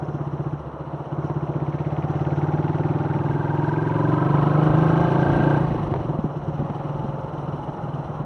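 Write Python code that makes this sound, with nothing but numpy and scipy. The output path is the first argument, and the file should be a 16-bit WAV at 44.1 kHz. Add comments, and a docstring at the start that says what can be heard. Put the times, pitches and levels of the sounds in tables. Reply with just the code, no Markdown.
"""A single-cylinder motorcycle leaves a corner, heard from a cased microphone on the rider. The throttle shuts
for half a second, then opens for a long pull: firings thump pipe and silencer modes, suction hisses, the air
box rings, gear tones climb, and tyre roar and gusts of noise swell. At 5.6 s it shuts again: the revs fall and
rise, the thumps turn uneven, metal parts clunk, and bumps and overrun barks knock the frame; it rolls on with
thin gear tones. A faint electronic tone lasts throughout."""
import sys
import numpy as np
from scipy import signal
from scipy.io import wavfile
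from scipy.ndimage import uniform_filter1d

SR = 44100
rng = np.random.default_rng(int(sys.argv[2]) if len(sys.argv) > 2 else 0)


def digitize_waveform(pressure):
    """Quantize a signal to 16-bit integers and store it at the path in sys.argv[1].

    Rows of a 2-D input are taken as channels; values are limited to [-1, 1].
    """
    field = np.atleast_2d(pressure).T
    bounded = np.clip(field, -1, 1)
    quanta = np.round(bounded * 32767).astype(np.int16)
    wavfile.write(sys.argv[1], SR, quanta)


N = 363825


# exhaust load: (time [s], relative thump level [dB])
THUMP_LOAD = [(0.0, -29), (0.55, -27), (0.87, -35.5), (1.06, -31), (1.15, -26.5), (1.35, -26),
              (2.44, -23.5), (3.86, -24), (4.37, -18), (5.47, -18), (5.63, -22), (5.79, -33.5), (6.25, -24),
              (6.43, -46), (6.56, -31), (6.6, -19), (6.8, -28.5), (7.0, -30.5), (7.31, -30), (7.5, -32),
              (7.78, -34), (7.95, -27), (8.25, -35)]
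# off the throttle some firings burn fully and some miss: (time [s], relative level [dB])
UNEVEN_FIRINGS = [(.607, -26), (.662, -23), (.74, -26), (.933, -17.5), (1.068, -23.5), (5.612, -9.5),
                  (5.684, -20), (5.764, -17), (5.8, -19.5), (5.84, -19), (5.923, -15.5), (6.097, -12),
                  (6.2, -34), (6.31, -21), (6.37, -15.5), (6.425, -23.5), (6.485, -13.5), (6.545, -18),
                  (6.6, -12), (6.657, -19), (6.703, -15.5), (6.76, -17), (6.855, -17), (6.902, -16.5),
                  (6.95, -18), (6.991, -16), (7.096, -16.5), (7.291, -24), (7.387, -19.5), (7.44, -21),
                  (7.487, -17), (7.535, -17.5), (7.686, -16.5), (7.74, -24), (7.788, -25), (7.842, -18.5),
                  (7.943, -16), (7.994, -17), (8.05, -21), (8.1, -18), (8.154, -22.5), (8.204, -17)]
# upper exhaust pipe modes: (frequency [Hz], level [dB], t60 [s], rise [s])
UPPER_PIPE_MODES = [(228.8, -8, 0.12, 0.0084), (321.4, 4.5, 0.082, 0.0042), (340.9, 5, 0.083, 0.011),
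                    (386.4, 1.5, 0.087, 0.0081)]
# silencer shell: (frequency [Hz], level [dB], t60 [s], rise [s])
SILENCER_SHELL = [(413, 15.5, 0.0073, 0.0013), (540.7, -13, 0.13, 0.033), (736.8, -9.5, 0.12, 0.0054),
                  (910, -19.5, 0.07, 0.01)]
# low engine orders: (multiple of the firing rate, level [dB])
ENGINE_ORDERS = [(2, -19), (3, -19), (4, -9), (5, 0)]
# shell growl over the thump, a level law (columns at law())
GROWL_LAW = (-10.5, 7.5, 0.5, 11)


def exhaust():
    """One pressure pulse a firing, with some turbulence, rings the pipe and the silencer."""
    thump_db, bark_db = curves(THUMP_LOAD)[0], curves(INLET_LEVELS)[0]
    growl_db, orders_db = law(*GROWL_LAW), by_speed(ORDERS_COL)
    upper = ring(UPPER_PIPE_MODES)
    drive = exhaust_drive(thump_db, upper)
    late = np.zeros(round(.003 * SR))  # the upper modes answer a moment after the pulse
    bark = signal.oaconvolve(drive, np.r_[late, upper])[:N]
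    growl = signal.oaconvolve(drive, ring(SILENCER_SHELL))[:N]
    turn = 2 * np.pi * crank()
    orders = evened(sum(gain_of(db) * np.cos(k * turn) for k, db in ENGINE_ORDERS))
    return (exhaust_thump(drive, thump_db) + gain_of(bark_db) * bark + chamber(np.r_[late, drive][:N])
            + gain_of(growl_db) * growl + gain_of(thump_db + orders_db) * orders)


RETARD_S = .0024  # the pulse comes later with the throttle shut


def exhaust_drive(thump_db, upper):
    """Pressure pulses of varying strength, each trailing a fading burst of turbulence."""
    at, low = firings(.016), ring(LOW_PIPE_MODES)
    chance_db = .7 * rng.standard_normal(len(at))
    size = gain_of(thump_db[at] + chance_db) * np.sqrt(np.gradient(at)) / np.linalg.norm(low)
    for s, level_db in UNEVEN_FIRINGS:
        nearest = np.argmin(abs(at + .011 * SR - s * SR))
        size[nearest] = gain_of(level_db) / abs(low + upper).max()
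    delay = np.round(RETARD_S * SR * (1 - throttle()[at])).astype(int)
    pulses = np.zeros(N)
    pulses[np.minimum(at + delay, N - 1)] = size
    t = np.arange(SR // 8) / SR
    swirl = signal.oaconvolve(pulses, np.exp(-t / 0.016))[:N] * rng.standard_normal(N)
    return pulses + gain_of(-49) * swirl


# steady pipe noise over the thump, a level law (columns at law())
DRONE_LAW = (-26.5, -1.5, 2.3, 11)
BASS_CUT_HZ = 76
MUFFLE_HZ, MUFFLE_WIDTH_HZ = 203, 30  # the silencer swallows this band


def exhaust_thump(drive, thump_db):
    """Low pipe modes answer the pulses and an echo from the open end; steady noise drones in the pipe."""
    bass_cut = signal.butter(4, BASS_CUT_HZ, "high", fs=SR, output="sos")
    thump = signal.sosfilt(bass_cut, pipe(drive))
    echo = round(.0066 * SR)
    thump[echo:] += 1.1 * thump[:-echo]
    drone = evened(pipe(rng.standard_normal(N)))
    thump = .5 * thump + gain_of(thump_db + law(*DRONE_LAW)) * drone
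    return signal.lfilter(*signal.iirnotch(MUFFLE_HZ, MUFFLE_HZ / MUFFLE_WIDTH_HZ, SR), thump)


# low exhaust pipe modes, gas cold: (frequency [Hz], level [dB], t60 [s], rise [s])
LOW_PIPE_MODES = [(123, -3.5, 0.09, 0.0078), (144.3, 7, 0.13, 0.00081), (173, -7.5, 0.034, 0.0015)]
# warmth of the exhaust gas: (time [s], heat [0-1])
GAS_HEAT = [(0, 0), (3.9, 0.4), (4.9, 0.8), (5.3, 0.76), (5.65, 0.72), (5.8, 0.6), (8.25, 0)]
HOT_SHARE = 0.082  # the low pipe modes rise by this share as the gas heats
COLD_RING = 1.046  # cool gas rings longer by this factor


def pipe(x, count=3):
    """The low pipe modes, tuned and damped by the heat of the gas; fixed heats are crossfaded."""
    step = np.clip(curves(GAS_HEAT)[0], 0, 1) * (count - 1)
    total = 0
    for k, heat in enumerate(np.linspace(0, 1, count)):
        share = np.clip(1 - abs(step - k), 0, 1)
        response = ring(LOW_PIPE_MODES, 1 + HOT_SHARE * heat, COLD_RING ** (1 - heat))
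        total = total + signal.oaconvolve(x * share, response)[:N]
    return total


# silencer chamber, its pitch moving with time: (time [s], frequency [Hz], level over the drive [dB])
CHAMBER_PITCH = [(0, 254, -17.5), (2.1, 252, -16.5), (2.9, 267, -9.5), (3.7, 300, -6), (4.1, 301.4, -3),
                 (4.45, 304, -11), (4.75, 306.7, -6.5), (5.0, 300, -13), (5.3, 304.6, -5.5),
                 (5.7, 299.7, -10.5), (8.25, 254, -12)]
CHAMBER_WIDTH_HZ = 26.5


def chamber(x):
    """A resonance that follows its pitch curve: shift down, smooth twice, shift back."""
    hz, over_db = curves(CHAMBER_PITCH)
    turn = np.exp(2j * np.pi * np.cumsum(hz) / SR)
    r = np.exp(-np.pi * CHAMBER_WIDTH_HZ / SR)
    smooth = signal.lfilter([np.e * (1 - r)], [1, -2 * r, r * r], x / turn)  # peak 1 for one click
    return gain_of(over_db) * (turn * smooth).imag


# (time [s], bark of the upper pipe modes over the thump [dB], relative suction hiss level [dB])
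INLET_LEVELS = [(0, 0.5, -70), (.55, -1, -68), (.7, 3, -66), (1.1, 0.5, -65.5), (1.5, 0.5, -63.5),
                (1.8, -1, -56), (2.5, 2, -54.5), (3.3, 2, -55), (3.95, 5, -53), (4.4, -1.5, -51),
                (5.4, 2.5, -48.5), (5.6, 0.5, -52), (5.9, 7, -54), (6.3, -2, -69), (6.7, -1.5, -57.5),
                (7.3, -0.5, -69), (8.25, -3.5, -72)]
# the inlet valve opens this share of a cycle plus this long ahead of the cycle mark
VALVE_LEAD, VALVE_EARLY_S = .27, .0105
# suction after the valve opens: (delay [s], length [s], level [dB])
SUCTION_GULPS = [(0, 0.0046, -6.5), (.0055, .004, -7), (0.014, .008, -0.5)]
# colour of the suction hiss: (frequency [Hz], level [dB per Hz])
SUCTION_COLOUR = [(1500, -22.5), (1830, 9.5), (2000, 2), (2210, 4.5), (2310, -19.5), (2410, 0.5),
                  (2600, -0.5), (2860, -6), (3300, -7), (4000, -10.5), (5000, -20.5), (6500, -52)]


def intake():
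    """The inlet valve snaps and suction hisses in gulps; air rasps into the box, which rings."""
    hiss_db = curves(INLET_LEVELS)[1]
    rings, rasp = air_box_rings(), rushing_air()
    gulps = sum(gain_of(db) * puffs(VALVE_EARLY_S - delay, length, VALVE_LEAD)
                for delay, length, db in SUCTION_GULPS)
    snap = valve_snap(hiss_db)
    suction = (0.5 + 0.6 * evened(gulps)) * noise(SUCTION_COLOUR, patchy_db=-1.5, size=512)
    return rings + rasp + snap + gain_of(hiss_db) * suction


# air box, main, lower and middle ring: (frequency [Hz], level before evening out [dB], t60 [s], rise [s])
AIR_BOX_MODES = [(1575, 0, .029, .006), (1295, 0, .04, .005), (1440, 0, .018, .004)]


def air_box_rings():
    """Each firing knocks three air-box modes with a slightly uneven pulse and a puff of noise."""
    rings = 0
    levels = [by_speed(column) for column in (RING_COL, LOWER_RING_COL, MIDDLE_RING_COL)]
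    for db, mode, early_s in zip(levels, AIR_BOX_MODES, (.0015, .007, .011)):
        pulses = np.zeros(N)
        at = firings(early_s)
        pulses[at] = gain_of(1.5 * rng.standard_normal(len(at)))
        drive = pulses + gain_of(-38) * puffs(early_s + .002, .012) * rng.standard_normal(N)
        rings = rings + gain_of(db) * evened(signal.oaconvolve(drive, ring([mode]))[:N])
    return rings


# air rushing into the box: (frequency [Hz], level [dB per Hz])
RASP_COLOUR = [(1050, -15.5), (1250, -7.5), (1400, 4.5), (1520, -3.5), (1650, -2), (1750, -28)]


def rushing_air():
    """Patchy band noise puffs with each firing as air rushes into the box."""
    level_db = by_speed(MIDDLE_RING_COL) - 7  # under the middle ring
    return gain_of(level_db) * puffs(0.015, 0.0054) * noise(RASP_COLOUR, patchy_db=7.5, size=512)


# inlet tract: (frequency [Hz], level [dB], t60 [s], rise [s])
INLET_TRACT = [(600, 6, .015, .001), (1830, -2, .035, .0005), (2020, 0, .025, .0005),
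               (2210, 0, .035, .0005), (2410, -2, .035, .0005), (2650, -4, .03, .0005),
               (2860, -6, .03, .0005), (3150, -9, .02, .0005)]


def valve_snap(hiss_db):
    """The opening inlet valve strikes the tract with a click and a short scrape, never twice alike."""
    at, clicks = firings(VALVE_EARLY_S + .001, VALVE_LEAD), np.zeros(N)
    clicks[at] = gain_of(1.2 * rng.standard_normal(len(at)))
    burst = signal.windows.hann(round(.005 * SR))
    scrape = signal.oaconvolve(clicks, burst, "same") * np.sign(rng.standard_normal(N))
    over_db = law(centre_db=0, per_krpm_db=-5, per_load=0, shut_db=-14)  # over the suction hiss
    snaps = signal.oaconvolve(6 * clicks + scrape, ring(INLET_TRACT))[:N]
    return gain_of(hiss_db + over_db) * evened(snaps)


# two gear pairs, a list for each: (multiple of the firing rate, level [dB])
GEAR_PAIRS = [
    [(38, -8), (39, -7), (40, 0), (41, -1), (42, -2)],
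    [(43, -4), (44, 0), (45, -5), (46, -9)],
]
SWAP_RPM, SWAP_DB_PER_KRPM = 2850, 17  # the lower pair takes over above this speed
# engine cover: (frequency [Hz], level [dB], t60 [s], rise [s])
ENGINE_COVER = [(470, -3, .04, .001), (560, 0, .05, .001), (630, 0, .05, .001), (708, 1, .05, .001),
                (790, -2, .04, .001), (860, 0, .05, .001)]


def gears():
    """The whine of two gear pairs climbs with the engine; a dense band of firing harmonics rings the engine
    cover."""
    whine_db, rattle_db = by_speed(WHINE_COL), by_speed(RATTLE_COL)
    harmonics = cluster([(k, 0) for k in range(17, 34)], 5, 3, crank())
    rattle = signal.oaconvolve(harmonics, ring(ENGINE_COVER))[:N]
    swap_db = np.clip(SWAP_DB_PER_KRPM * (curves(CRANK_SPEED)[0] - SWAP_RPM) / 1000, -1.5, 6)
    whine = sum(gain_of(whine_db - 4 + sign * swap_db) * cluster(pair, 1.9, 7, crank())
                for sign, pair in zip((1, -1), GEAR_PAIRS))
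    return overrun_tones() + whine + gain_of(rattle_db) * evened(rattle)


# gearbox shaft while rolling: (time [s], speed [turns per s])
SHAFT_SPEED = [(0, 22), (6.55, 21.75), (6.9, 20.95), (7.3, 20.35), (7.57, 20.1), (8.25, 18.9)]
# thin gear tones on the overrun: (multiple of the shaft rate, start [s], end [s], level [dB])
OVERRUN_TONES = [(26, 6.58, 7.3, -44), (35, 6.6, 6.95, -49), (39, 6.55, 6.83, -45), (42, 6.88, 7.32, -43),
                 (42, 7.56, 8.0, -43)]


def overrun_tones():
    """Thin wavering tones at multiples of the gearbox shaft speed fade in and out."""
    t = np.arange(N) / SR
    shaft = np.cumsum(curves(SHAFT_SPEED)[0]) / SR
    tones = 0
    for k, start, end, db in OVERRUN_TONES:
        fade = np.clip(np.minimum(t - start, end - t) / .06, 0, 1)
        tones = tones + gain_of(db) * fade * cluster([(k, 0)], 2.2, 4, shaft)
    return tones


# gearbox and chassis clunks: (time [s], relative level [dB])
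CLUNK_HITS = [(1.299, -21), (5.746, -19), (5.904, -41), (5.939, -11.5), (5.961, -16), (6.03, -24),
              (6.091, -34), (6.141, -38), (6.6, -29), (6.7, -21)]
# gearbox casing: (frequency [Hz], level [dB], t60 [s], rise [s])
CASING_MODES = [(413, -6, 0.041, 0.00017), (515, 6.5, 0.018, 0.00062), (680, 5.5, 0.021, 0.00051),
                (880, 2.5, 0.022, 0.00022), (1500, -13, 0.02, .0003), (2300, -19, 0.017, 0.00018),
                (3130, -20.5, 0.011, .0002), (4120, -27, 0.013, .0002)]
# road bumps through the frame, and from 6.59 s exhaust barks on the overrun knocking the same frame: (time [s],
# relative level [dB])
FRAME_KNOCKS = [(4.7, -12), (5.27, -13), (5.4, -12.5), (5.708, -12), (6.188, -9.5), (6.242, -9.5),
                (6.482, -21.5), (6.592, -13.5), (6.622, -15), (6.697, -14.5), (7.045, -16.5), (7.088, -20),
                (7.187, -35), (7.236, -48)]
# frame: (frequency [Hz], level [dB], t60 [s], rise [s])
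FRAME_MODES = [(60, -5, 0.03, 0.0065), (137, 12.5, 0.012, 0.00076), (206, 10, 0.032, 0.00097),
               (325, 1.5, 0.035, 0.0032), (550, -8, 0.013, 0.0017)]


def hits():
    """Clunks ring the casing; road bumps and overrun barks thud through the frame."""
    return knocks(CLUNK_HITS, CASING_MODES, 0.01) + knocks(FRAME_KNOCKS, FRAME_MODES, .006)


def knocks(events, modes, scrape_s):
    """Single blows on one ringing part, each followed by a short rattle."""
    blows, knock, t = np.zeros(N), ring(modes), np.arange(SR // 10) / SR
    for s, level_db in events:
        blows[round(s * SR)] = gain_of(level_db) / abs(knock).max()
    fade = np.exp(-t / scrape_s) / np.sqrt(scrape_s * SR)
    rattle = signal.oaconvolve(blows, fade)[:N] * rng.standard_normal(N)
    return signal.oaconvolve(.9 * blows + .45 * rattle, knock)[:N]


# tyre and engine roar: (frequency [Hz], level [dB per Hz])
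ROAR_COLOUR = [(40, -21), (90, -11), (145, -4), (230, -2), (330, -3), (440, -4), (545, 0), (690, -3),
               (860, -2), (1150, -7), (1380, -11), (1600, -21), (2100, -29), (2500, -34)]
# its level law (columns at law())
ROAR_LAW = (-32, 2.5, 0.45, -2)


def rolling():
    """Tyre and engine roar: broad noise that swells a little with each firing."""
    pulse = 0.81 + 0.14 * puffs(0.017, 0.02)
    return gain_of(law(*ROAR_LAW)) * pulse * noise(ROAR_COLOUR, patchy_db=1.0)


# noise colours, all (frequency [Hz], level [dB per Hz]):
# fizz through the resonances of the case, valve tick, narrow valve-gear ping, top hiss
FIZZ_COLOUR, TICK_COLOUR = [(2200, -16), (2700, 1), (2900, -1), (3070, -1), (3350, -5.5), (3900, -9),
                            (4030, -2), (4140, -11.5), (4900, -22.5), (5770, -27.5), (7000, -36.5)], [(4800, -27.5), (5400, -13), (5770, -9), (6200, -15),
                                          (7000, -24.5)]
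PING_COLOUR, HISS_COLOUR = [(2780, -22), (2870, -5), (2960, 2.5), (3010, -3.5), (3100, -21.5)], [(6300, -8), (7300, -2), (8550, 4), (9400, -0.5), (10200, 3),
                                          (10700, -3), (11300, -21)]
# level laws of fizz, ping and hiss (columns at law())
FIZZ_LAW, PING_LAW, HISS_LAW = (-54, 4.5, .5, -1.5), (-68.5, 4.5, 0.93, 2), (-77.5, 5.5, .3, -1.5)
FLICKER_DB = 1.07  # rms


def treble():
    """Valve gear and high noise bands throb with the cycle; the whole treble flickers together."""
    fizz_pulse = 0.4 + 0.13 * puffs(0.011, 0.014)
    fizz = gain_of(law(*FIZZ_LAW)) * fizz_pulse * noise(FIZZ_COLOUR, patchy_db=0.5, size=512)
    tick_pulse = 0.58 + 0.065 * puffs(0.23, 0.0062)
    tick = gain_of(by_speed(TICK_COL)) * tick_pulse * noise(TICK_COLOUR, patchy_db=1.5, size=256)
    ping_pulse = 0.14 + puffs(0, 0.018, 0.3)
    ping = gain_of(law(*PING_LAW)) * ping_pulse * noise(PING_COLOUR, patchy_db=2.0, size=512)
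    hiss_pulse = 0.85 + .2 * puffs(0.011, 0.012)
    hiss = gain_of(law(*HISS_LAW)) * hiss_pulse * noise(HISS_COLOUR, patchy_db=1.0, size=512)
    flicker = uniform_filter1d(uniform_filter1d(rng.standard_normal(N), size=900), size=900)
    return gain_of(FLICKER_DB * evened(flicker)) * (fizz + tick + ping + hiss)


# wind on the case: (time [s], level [dB])
WIND_LEVEL = [(0.0, -46), (1.45, -59.5), (2.5, -52.5), (3.5, -51.5), (4.3, -37.5), (5.0, -31.5),
              (6.3, -55.5), (6.9, -37.5), (8.25, -39)]
# single gusts, added to it: (middle [s], length [s], level [dB])
WIND_GUSTS = [(3.18, 0.088, -37), (3.325, 0.062, -31), (4.72, 0.14, -32), (5.366, 0.26, -29),
              (5.756, 0.33, -28), (6, 0.28, -32.5), (6.503, 0.3, -37)]
# colour of the wind: (frequency [Hz], level [dB per Hz])
WIND_COLOUR = [(15, -4.5), (35, -5.5), (70, -4), (130, -1), (260, -11.5), (500, -43)]


def wind():
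    """Lumpy low noise of wind on the case, with a few bell-shaped gusts."""
    t = np.arange(N) / SR
    gusts = sum(gain_of(db) * np.exp(-(2 * (t - s) / length) ** 2) for s, length, db in WIND_GUSTS)
    return (gain_of(curves(WIND_LEVEL)[0]) + gusts) * noise(WIND_COLOUR, patchy_db=1.5, size=2048)


# thin steady electronic tone: (frequency [Hz], level [dB rms])
WHISTLE_TONE = [(9991, -92)]


def whistle():
    """A steady sine, high and very faint."""
    t = np.arange(N) / SR
    return sum(np.sqrt(2) * gain_of(db) * np.sin(2 * np.pi * hz * t) for hz, db in WHISTLE_TONE)


# crank: (time [s], speed [rpm])
CRANK_SPEED = [(0.0, 2082.5), (0.21, 1914.1), (0.74, 1730.1), (1.29, 2052.0), (1.43, 1835.7), (2.5, 2251.8),
               (3.51, 2508.4), (4.08, 2737.4), (5.07, 3303.6), (5.56, 3517.1), (6.4, 1922.1), (6.7, 2364.3),
               (6.87, 2493.1), (7.39, 2437.1), (8.25, 2255.2)]
FIRST_CYCLE = .4375  # part of the cycle done at the start


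def crank():
    """Engine cycles done; a four-stroke fires once in two turns."""
    return FIRST_CYCLE + np.cumsum(curves(CRANK_SPEED)[0]) / (2 * 60 * SR)


def firings(early_s, lead=0):
    """Sample of each firing, moved early_s and a share of a cycle ahead of the cycle mark."""
    at = np.flatnonzero(np.diff(np.floor(crank() + lead)) > 0) - round(early_s * SR)
    return at[(at >= 0) & (at < N)]


def puffs(early_s, last_s, lead=0):
    """A window that opens with each firing and fades, mean power 1."""
    clicks, t = np.zeros(N), np.arange(SR // 8) / SR
    clicks[firings(early_s, lead)] = 1
    return evened(signal.oaconvolve(clicks, t * np.exp(-2 * t / last_s))[:N])


# throttle open: (start [s], end [s])
THROTTLE_PULLS = [(0, 0.568), (1.12, 5.62)]
TWIST_S = 0.1  # the throttle takes this long to open or shut


def throttle():
    """Throttle grip, 0 shut to 1 open; a pull that starts at zero is open from the outset."""
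    t = np.arange(N) / SR
    grip = 0
    for start, end in THROTTLE_PULLS:
        since = t - start if start > .05 else 1
        grip = grip + np.clip(np.minimum(since, end - t) / TWIST_S + .5, 0, 1)
    return grip


# A level law is (level at the centre [dB], slope [dB per 1000 rpm],
# slope under throttle [dB per dB of load], change with the throttle shut [dB])
MID_RPM, MID_LOAD_DB = 2400, -24  # the centre


def law(centre_db, per_krpm_db, per_load, shut_db):
    """A level in dB that follows speed, load and throttle."""
    grip = throttle()
    speed_db = per_krpm_db * (curves(CRANK_SPEED)[0] - MID_RPM) / 1000
    load_db = per_load * (curves(THUMP_LOAD)[0] - MID_LOAD_DB)
    return centre_db + speed_db + grip * load_db + (1 - grip) * shut_db


# what swells and sinks as the speed passes resonances, throttle open and shut: (speed [rpm], low orders over
# the thump [dB], air-box ring [dB], lower ring [dB], gear whine [dB], cover buzz of firing harmonics [dB],
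# valve tick [dB], middle ring [dB])
OPEN_BY_SPEED, SHUT_BY_SPEED = [(1940, -16.5, -63, -59, -48.5, -49, -68.5, -60),
                                (2140, -12.5, -60.5, -52, -35.5, -54.5, -63.5, -55),
                                (2030, -12, -53, -52, -39.5, -54, -60, -50.5),
                                (2380, -12, -53.5, -63, -36.5, -69, -66.5, -49),
                                (2503, -11, -42, -62.5, -36, -53, -66.5, -51.5),
                                (2740, -8, -41, -49, -31.5, -40, -64, -50),
                                (2795, -11.5, -40.5, -37, -31.5, -39, -64.5, -56),
                                (2925, -19, -48, -38, -31, -34, -63.5, -44.5),
                                (3260, -35, -39, -42, -40.5, -31, -60.5, -48.5),
                                (3450, -28, -36.5, -53, -54, -32, -61.5, -51)], [(1830, -12.5, -72, -75, -52.5, -65, -72.5, -73),
                                              (1990, -23.5, -65.5, -58, -44.5, -36.5, -68, -68.5),
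                                              (2380, -34, -69, -75, -47, -53.5, -68.5, -74.5),
                                              (3130, -3.5, -54.5, -80, -45.5, -40, -64, -63)]
ORDERS_COL, RING_COL, LOWER_RING_COL, WHINE_COL, RATTLE_COL, TICK_COL, MIDDLE_RING_COL = range(1, 8)


def by_speed(column):
    """One column of the speed tables in dB, blended by the throttle."""
    rpm, grip = curves(CRANK_SPEED)[0], throttle()
    on, off = (np.interp(rpm, np.transpose(rows)[0], np.transpose(rows)[column])
               for rows in (OPEN_BY_SPEED, SHUT_BY_SPEED))
    return grip * on + (1 - grip) * off


def cluster(orders, steady, waver_hz, cycles):
    """Tones at multiples of a turning rate, each steady in part and wavering in part."""
    turn = 2 * np.pi * cycles
    tones = np.zeros(N)
    for k, db in orders:
        jitter = rng.standard_normal((N, 2)) @ [1, 1j]
        waver = signal.lfilter([1], [1, -np.exp(-np.pi * waver_hz / SR)], jitter)
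        carrier = np.exp(1j * (k * turn + 2 * np.pi * rng.random()))
        tones += gain_of(db) * ((steady + waver / np.std(waver)) * carrier).real
    return evened(tones)


def ring(modes, stretch=1, linger=1):
    """Response to one blow: dying sines that take a moment to build up."""
    t = np.arange(SR // 4) / SR
    total = 0
    for hz, db, t60, rise in modes:
        envelope = gain_of(db - 60 * t / (t60 * linger)) * (1 - np.exp(-t / rise)) ** 2
        total = total + envelope * np.sin(2 * np.pi * hz * stretch * t)
    return total


def noise(points, patchy_db, size=1024):
    """Random short-time spectra of a given colour with drifting patches, rms 1."""
    frames, hz = 4 * N // size + 5, np.fft.rfftfreq(size, 1 / SR)
    a, b, patches = rng.standard_normal((frames, len(hz), 3)).T
    patches = evened(uniform_filter1d(uniform_filter1d(patches, size=8, axis=0), size=10, axis=1))
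    f, db = np.transpose(points)
    shape_db = np.interp(np.log(hz + 1), np.log(f + 1), db, left=-90, right=-90)
    z = (a + 1j * b) * gain_of(shape_db[:, None] + patchy_db * patches)
    return evened(signal.istft(z, nperseg=size, noverlap=3 * size // 4)[1][:N])


def curves(rows):
    """Each column of a table after the time, sample by sample."""
    s, *columns = np.transpose(rows)
    return [np.interp(np.arange(N) / SR, s, c) for c in columns]


def gain_of(db):
    """Decibels to a factor."""
    return 10 ** (np.asarray(db) / 20)


def evened(x):
    """Scales to rms 1."""
    return x / np.sqrt(np.mean(x ** 2) + 1e-20)


def scene():
    """All sources at one microphone."""
    machine = exhaust() + intake() + gears() + hits()
    return (machine + rolling() + treble() + wind() + whistle())[None]


EDGE_HZ = 11348  # upper band limit


def record(dry):
    """The microphone loses the deepest bass; then the band limit."""
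    thin = signal.sosfilt(signal.butter(2, 45, "high", fs=SR, output="sos"), dry)
    band_limit = signal.firwin(511, EDGE_HZ, window=("kaiser", 9), fs=SR)
    return signal.oaconvolve(thin, band_limit[None], "same")


dry = scene()
out = record(dry)
digitize_waveform(out)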